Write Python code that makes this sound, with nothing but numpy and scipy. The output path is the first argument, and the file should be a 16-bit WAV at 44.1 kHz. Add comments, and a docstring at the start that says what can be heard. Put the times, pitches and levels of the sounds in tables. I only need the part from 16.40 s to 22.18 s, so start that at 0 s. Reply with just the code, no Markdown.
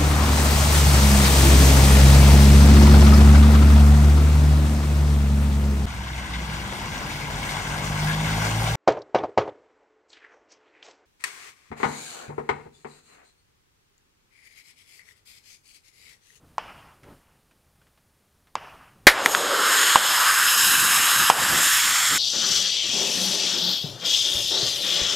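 """Rifles fire on an open desert range: pressure swings, a crack and a puff of gas, then a long soft hill echo.
A close shot holes a fire extinguisher, which gushes low-roaring powder and then hisses on as it rolls;
the hiss is noise passed through bands that change with the can's position.
Small clicks, wind on the microphone and a faint hiss with a thin whine lie behind.
The recorder turns quiet passages down, ducks after loud shots and clips them."""
import sys
import numpy as np
from scipy import signal
from scipy.fft import rfft, irfft, next_fast_len
from scipy.io import wavfile
from scipy.ndimage import map_coordinates

SR = 44100
rng = np.random.default_rng(int(sys.argv[2]) if len(sys.argv) > 2 else 0)


def bounce(signal):
    """Save signal as a 16-bit WAV file at the path given by the first command-line argument."""
    frames = np.transpose(np.atleast_2d(signal))
    limited = np.clip(frames, -1, 1)
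    pcm = np.round(limited * 32767).astype(np.int16)
    wavfile.write(sys.argv[1], SR, pcm)


N = 254898  # length of the scene in samples

# tone colour of sound scattered by the hillside and ground: (frequency [Hz], level [dB])
HILL_COLOUR = [(40, -36), (150, -13), (300, -13), (500, -6.5), (830, -1.5), (1300, -3.5), (2200, -11),
               (2900, -9), (3900, -26.5), (5300, -22), (7500, -36.5), (15000, -52)]
NEAR_SHOT_S = 2.6688
BURST_S, POWDER_OUT_S = 2.69, 4.9  # the can is holed; its powder runs out


def amp(db):
    """Turn decibels into a plain multiplier."""
    return 10 ** (np.asarray(db) / 20)


def unit(x):
    """Scale a signal to an rms of 1."""
    return x / np.sqrt(np.mean(x ** 2) + 1e-20)


def clock():
    """The time of every sample, in seconds."""
    return np.arange(N) / SR


def along(points, hz):
    """Read a curve of (Hz, value) points on a log frequency axis."""
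    f, v = np.transpose(points)
    return np.interp(np.log(hz + 1), np.log(f + 1), v)


def curves(rows):
    """One value per sample for each column after the time."""
    s, *cols = np.transpose(rows)
    return [np.interp(clock(), s, c) for c in cols]


def wobble(rate):
    """A smooth random curve through `rate` random points a second."""
    points = rng.standard_normal(int(N * rate / SR) + 4)
    return map_coordinates(points, [clock() * rate])


def patches(shape, across, lasting):
    """A smooth random field of rms 1 over frequency bins and time frames."""
    bins, frames = shape
    points = rng.standard_normal((int(bins / across) + 4, int(frames / lasting) + 4))
    grid = np.meshgrid(np.arange(bins) / across, np.arange(frames) / lasting, indexing="ij")
    return unit(map_coordinates(points, grid))


def filtered(x, response):
    """Multiply the spectrum of x by a response that depends on frequency."""
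    m = next_fast_len(len(x) + 8192)
    spectrum = rfft(x, m) * response(np.fft.rfftfreq(m, 1 / SR))
    return irfft(spectrum, m)[:len(x)]


def noise(spectrum, size):
    """Noise of rms 1 with a (Hz, dB) colour."""
    return unit(filtered(rng.standard_normal(size), lambda hz: amp(along(spectrum, hz))))


def wandering_band(centre_hz, width_hz):
    """Noise in a band that follows centre_hz: two slow noises carried on a cosine and a sine."""
    lowpass = lambda hz: 1 / (1 + (hz / width_hz) ** 2)
    a, b = [unit(filtered(rng.standard_normal(N), lowpass)) for _ in range(2)]
    turn = 2 * np.pi * np.cumsum(centre_hz) / SR
    return a * np.cos(turn) + b * np.sin(turn)


def swell(s, half_length):
    """A smooth rise to 1 at time s, and the fall after it."""
    return np.exp(-((clock() - s) / half_length) ** 2)


def lagged(x, lag_s):
    """Follow x with a time lag."""
    pole = np.exp(-1 / (lag_s * SR))
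    return signal.lfilter([1 - pole], [1, -pole], x)


def add(track, s, sound):
    """Lay a sound into the track at time s."""
    part = track[round(s * SR):][:len(sound)]
    part += sound[:len(part)]


def line_shots(crack_t60=0.013, gas_t60=0.017, scatter_db=-22, scatter_t60=0.12):
    """Each report is a few pressure swings, a crack and a puff of gas, then scatter from ground and hill."""
    # rifles along the firing line: (time [s], level [dB], ring [Hz], ring length [s],
    # then, relative to the shot: crack [dB], gas [dB], echo [dB])
    shots = [(0.1816, -6.5, 930, 0.0028, -18, -38, -36), (2.1543, -6, 986, 0.0025, -12.5, -46, -37),
             (2.8601, 0.5, 1240, 0.00086, -16, -2, -27.5), (2.949, 0.5, 1400, 0.0013, -12, -15.5, -44),
             (3.5576, 7, 1005, 0.00225, -15.5, -29, -35), (4.9, 7.5, 930, 0.0023, -11, -39, -31)]
    # colour of the sharp crack: (frequency [Hz], level [dB])
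    crack_colour = [(60, -30), (150, -2), (350, -11), (900, -10), (1700, 0), (3000, 5), (4200, 0),
                    (5500, 0.5), (8000, -6), (10000, -36)]
    # colour of the puff of muzzle gas: (frequency [Hz], level [dB])
    gas_colour = [(50, -28), (150, -8.5), (300, 2), (600, -7.5), (1400, -3), (2000, 1), (2700, -11.5),
                  (5000, -24), (9000, -16), (15000, -24.5)]
    out, t = np.zeros(N), np.arange(SR // 5) / SR
    for s, db, ring_hz, length, crack_db, gas_db, echo_db in shots:
        onset = 1 - np.exp(-t / .00009)
        swings = np.sin(2 * np.pi * ring_hz * t + np.pi / 4) * np.exp(-(t / length) ** 3) * onset
        crack = noise(crack_colour, size=len(t)) * amp(crack_db - 60 * t / crack_t60)
        gas = noise(gas_colour, size=len(t)) * amp(gas_db - 60 * t / gas_t60)
        scatter = noise(HILL_COLOUR, size=len(t)) * amp(scatter_db - 60 * t / scatter_t60)
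        add(out, s, amp(db) * (swings + crack + gas + scatter))
        add(out, s, amp(db + echo_db) * hill_echo())
    return out


def near_shot(boom_db=12.5, boom_hz=330, boom_s=0.003, blast_db=11, blast_t60=0.13, echo_db=-20.5):
    """The close shot: one low pressure swing, turbulent muzzle gas, and the hill's answer."""
    # colour of the close muzzle blast: (frequency [Hz], level [dB])
    blast_colour = [(40, -7), (150, -49), (330, -8), (600, -3), (850, -7), (1250, -3), (2000, 4.5),
                    (2600, -8), (4000, -8), (8000, -19.5), (12000, -17.5), (15500, -30)]
    out, t = np.zeros(N), np.arange(SR // 2) / SR
    boom = np.sin(2 * np.pi * boom_hz * t) * amp(boom_db) * np.exp(-(t / boom_s) ** 2)
    gas = noise(blast_colour, size=len(t)) * amp(blast_db - 60 * t / blast_t60)
    add(out, NEAR_SHOT_S, boom + gas)
    add(out, NEAR_SHOT_S, amp(echo_db) * hill_echo())
    return out


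def hill_echo(patchy_db=2.0):
    """Uneven scatter from rocks and bushes swells as each slope answers; the middle pitches ring longest."""
    # how long the echo takes to fall 60 dB, the swells aside: (frequency [Hz], time [s])
    decay = [(150, 0.62), (900, 1.21), (3000, 1.23), (8000, .8)]
    # slopes that answer a shot: (delay [s], spread [s], swell [dB])
    slopes = [(.11, 0.046, 4), (.3, .09, 5.5), (.73, 0.12, 18.5)]
    hz, t, z = signal.stft(noise(HILL_COLOUR, size=2 * SR), SR, nperseg=256)
    answers = sum(db * np.exp(-((t - delay) / spread) ** 2) for delay, spread, db in slopes)
    scatter = patchy_db * patches(z.shape, across=7, lasting=6)
    dying = 60 * t / along(decay, hz)[:, None]
    return signal.istft(z * amp(answers + scatter - dying), SR, nperseg=256)[1]


def vented():
    """0 while the can is whole, rising quickly to 1 once it is holed."""
    return np.clip((clock() - BURST_S) / 0.0067, 0, 1)


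def jet(eddy_db=0.66, sway_db=1.1, flutter_db=0.59, pivot_hz=3500):
    """Gas tears out of the hole: its flow and treble vary, and its colour changes as the can rolls."""
    # bands in which the jet sings, for three positions of the rolling can:
    # (centre [Hz], half width [Hz], level [dB])
    sideways = [(1175, 300, -4), (1603, 450, -1.5), (3180, 600, -4.5), (4010, 670, -7.5), (5150, 400, -5),
                (6670, 310, -2.5), (7370, 510, -6), (8470, 460, -5.5), (9600, 430, -12), (11600, 980, -8.5),
                (14200, 690, -21)]
    upward = [(1186, 223, -1.5), (1608, 290, 1.5), (2910, 530, -3), (3850, 370, -5), (5170, 360, -2.5),
              (6590, 320, -3), (7660, 930, -4), (9150, 450, -5.5), (11230, 740, -6), (12040, 480, -6.5),
              (14050, 1200, -16.5)]
    settled = [(1320, 170, -2), (1860, 440, 0.0), (3320, 270, 2), (4440, 710, -8), (5480, 420, -5.5),
               (6360, 390, -6), (7310, 320, 1.5), (8680, 470, -10), (10960, 380, -23), (11920, 750, -26),
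               (14300, 570, -17.2)]
    # how the can rolls: (time [s], position [0 sideways, 1 upward, 2 settled])
    roll = [(3.5, 0.082), (3.95, 1), (4.85, 1), (5.15, 1.27), (5.6, 1.61)]
    # a steady hollow and a slight bump in the hiss: (centre [Hz], half width [Hz], change [dB])
    dents = [(5970, 170, -5.5), (9940, 270, 1)]
    flow_db, tilt_db = jet_flow()
    position, = curves(roll)
    hiss = np.zeros(N)
    for k, bands in enumerate([sideways, upward, settled]):
        share = np.clip(1 - abs(position - k), 0, 1)
        hiss += np.sqrt(share) * jet_voice(bands)
    hz, t, z = signal.stft(hiss, SR, nperseg=512)
    octaves = np.log2(np.maximum(hz, pivot_hz / 4) / pivot_hz)[:, None]
    tilt = octaves * np.interp(t, clock(), tilt_db)
    dent = sum(db * np.exp(-((hz - centre) / width) ** 2) for centre, width, db in dents)[:, None]
    eddies = eddy_db * patches(z.shape, across=7, lasting=8)
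    # the plume sways, so its bands slowly trade strength
    sway = sway_db * patches(z.shape, across=5, lasting=36)
    hiss = signal.istft(z * amp(tilt + dent + eddies + sway), SR, nperseg=512)[1][:N]
    return hiss * amp(flow_db + flutter_db * wobble(45))


def jet_flow(jet_db=-17.5, sag_db_per_s=2.5):
    """Flow in dB and treble tilt in dB per octave: choked by powder, then freed, sagging at the end."""
    # brightness of the swaying jet: (time [s], treble tilt [dB per octave])
    brightness = [(2.92, 2.3), (3.06, -2), (3.45, -0.87), (3.85, -2), (4.25, 0.43), (4.55, -0.74),
                  (4.85, -1), (5.13, -1.1), (5.3, 1), (5.5, -0.4)]
    # the choking powder gives way in steps:
    # (time [s], time taken [s], flow gained [dB], treble gained [dB per octave])
    clearings = [(2.85, .012, 1.5, 6), (3.21, 0.038, 6.5, 0.7), (4, 0.29, 0.5, .3)]
    # the pressure falls once the powder has run out
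    flow_db = jet_db - sag_db_per_s * np.maximum(clock() - POWDER_OUT_S, 0)
    tilt_db, = curves(brightness)
    for s, taken, gain_db, treble_db in clearings:
        choked = (1 - np.tanh((clock() - s) / (2 * taken))) / 2  # 1 before the step, 0 after
        flow_db = flow_db - gain_db * choked
        tilt_db = tilt_db - treble_db * choked
    return flow_db, tilt_db


def jet_voice(bands, low_hz=830):
    """Turbulence heard through the bands of one position of the can."""
    def response(hz):
        power = sum(amp(db) ** 2 / (1 + ((hz - centre) / width) ** 2) ** 2 for centre, width, db in bands)
        return np.sqrt(power / (1 + (low_hz / (hz + 1)) ** 4))
    return unit(filtered(rng.standard_normal(N), response))


def gush(dense_db=-31, dense_hz=505, hold_s=.47, thin_db=-48.5, thin_hz=379.6, fade_db_per_s=46,
         roar_hz=190, lumps_db=1.5, low_hz=230):
    """Dense powder roars low, holds, then sinks to a thin trickle that fades once the powder is out."""
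    fade = lambda s: amp(-fade_db_per_s * np.maximum(clock() - s, 0))
    dense = fade(BURST_S + hold_s)
    roar = wandering_band(thin_hz + (dense_hz - thin_hz) * dense, roar_hz)
    roar = filtered(roar, lambda hz: 1 / np.sqrt(1 + (low_hz / (hz + 1)) ** 4))
    strength = amp(dense_db) * dense + amp(thin_db) * fade(POWDER_OUT_S)
    return roar * strength * amp(lumps_db * wobble(30))


def moans(waver_hz=22, rough_db=6.0):
    """The hole briefly moans: a tone that wavers in pitch and roughly in level."""
    # (time [s], half length [s], middle pitch [Hz], level [dB])
    moan_times = [(3.114, .033, 575, -29.5), (3.213, .012, 503, -24.5)]
    out = np.zeros(N)
    for s, half_length, hz, db in moan_times:
        turn = 2 * np.pi * np.cumsum(hz + waver_hz * wobble(90)) / SR
        tone = np.sin(turn) * amp(rough_db * wobble(70))
        out += amp(db) * swell(s, half_length) * unit(tone)
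    return out


def ticks(level_db=-3.0, t60=0.082):
    """Small dry clicks of gear and grit: short bursts of noise that die away."""
    # (time [s], level before the shared level_db is added [dB])
    clicks = [(0.633, -42), (1.111, -49.5), (1.358, -58), (1.415, -50), (1.468, -52), (1.575, -49),
              (2.071, -47.5)]
    # colour of a click: (frequency [Hz], level [dB])
    click_colour = [(300, 4), (1500, 8.5), (3000, 1), (6000, -8), (15000, -19)]
    out, t = np.zeros(N), np.arange(SR // 8) / SR
    for s, db in clicks:
        add(out, s, noise(click_colour, size=len(t)) * amp(db + level_db - 60 * t / t60))
    return out


def wind(gust_db=-52, lumps_db=1.26):
    """Light air only rumbles on the microphone; stronger gusts flap higher up."""
    # the breeze on the microphone: (time [s], level [dB])
    breeze = [(0, -54), (1.2, -60), (2.05, -61.5), (2.9, -53), (3.4, -61), (4.15, -49.5), (5.78, -51.5)]
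    # gusts: (time [s], half length [s], level [dB])
    gusts = [(0.684, 0.052, -47), (4.42, 0.21, -46.5), (4.803, 0.039, -39), (5.01, 0.047, -36.5),
             (5.143, 0.089, -34.5), (5.492, 0.055, -47), (5.745, 0.033, -35.5)]
    # colours of light air and of strong gusts: (frequency [Hz], level [dB])
    calm_colour = [(10, -11.5), (30, -3), (70, -0.5), (140, -4), (250, -11.5), (500, -28), (1200, -20.5),
                   (4000, -50)]
    gust_colour = [(20, -13.5), (60, -8), (160, 3), (330, 0), (600, -7), (1200, -12), (4000, -28.5),
                   (12000, -69)]
    breeze_db, = curves(breeze)
    strength = amp(breeze_db) + sum(amp(db) * swell(s, half_length) for s, half_length, db in gusts)
    strong = 1 / (1 + (amp(gust_db) / strength) ** 2)  # 0 in light air, towards 1 in gusts
    rumble = np.sqrt(1 - strong) * noise(calm_colour, size=N)
    flapping = np.sqrt(strong) * noise(gust_colour, size=N)
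    return (rumble + flapping) * strength * amp(lumps_db * wobble(28))


def air(air_db=-62.5, hiss_db=1, whine_db=-10, whine_hz=9555):
    """Faint steady hiss with a thin, slightly unsteady whine in it."""
    # colour of the hiss: (frequency [Hz], level [dB])
    air_colour = [(100, 4.5), (500, 11), (1200, 6), (3000, 2.5), (8000, -0.5), (13000, -0.5), (15500, -4)]
    whine = np.sin(2 * np.pi * whine_hz * clock() + 1.3 * wobble(120))
    return amp(air_db) * (amp(hiss_db) * noise(air_colour, size=N) + amp(whine_db) * whine)


def scene():
    """Shots and the venting can over the quiet range, heard at one point."""
    can = vented() * (jet() + gush() + moans())
    mono = line_shots() + near_shot() + can + ticks() + wind() + air()
    return np.array([mono, mono])


def suppressor(x, depth_db=7, shut_db=-57.0, span_db=11, lag_s=.025):
    """Quiet passages are turned down, so the hiss swells behind each louder sound."""
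    level_db = 10 * np.log10(lagged(x ** 2, lag_s) + 1e-12)
    opened = lagged(np.clip((level_db - shut_db) / span_db, 0, 1), lag_s)
    return x * amp(depth_db * (opened - 1))


def gain_control(x, threshold_db=0, release_s=0.11, attack_s=0.014):
    """Peaks over the threshold pull the gain down; it comes back fast at first, then slowly."""
    over = np.maximum(20 * np.log10(abs(x) + 1e-9) - threshold_db, 0)
    fade = np.exp(-clock() / release_s)
    held = np.maximum.accumulate(over / fade) * fade  # each peak dies away unless a bigger one takes over
    return x * amp(-lagged(held, attack_s))


def record(dry, ceiling=.93, top_hz=15700):
    """One microphone: noise suppressor, gain control, clipping near full scale, and the band limit."""
    x = gain_control(suppressor(dry[0]))
    x = x / (1 + abs(x / ceiling) ** 16) ** (1 / 16)
    x = filtered(x, lambda hz: 1 / (1 + (hz / top_hz) ** 120))
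    return np.array([x, x])


dry = scene()
out = record(dry)
bounce(out)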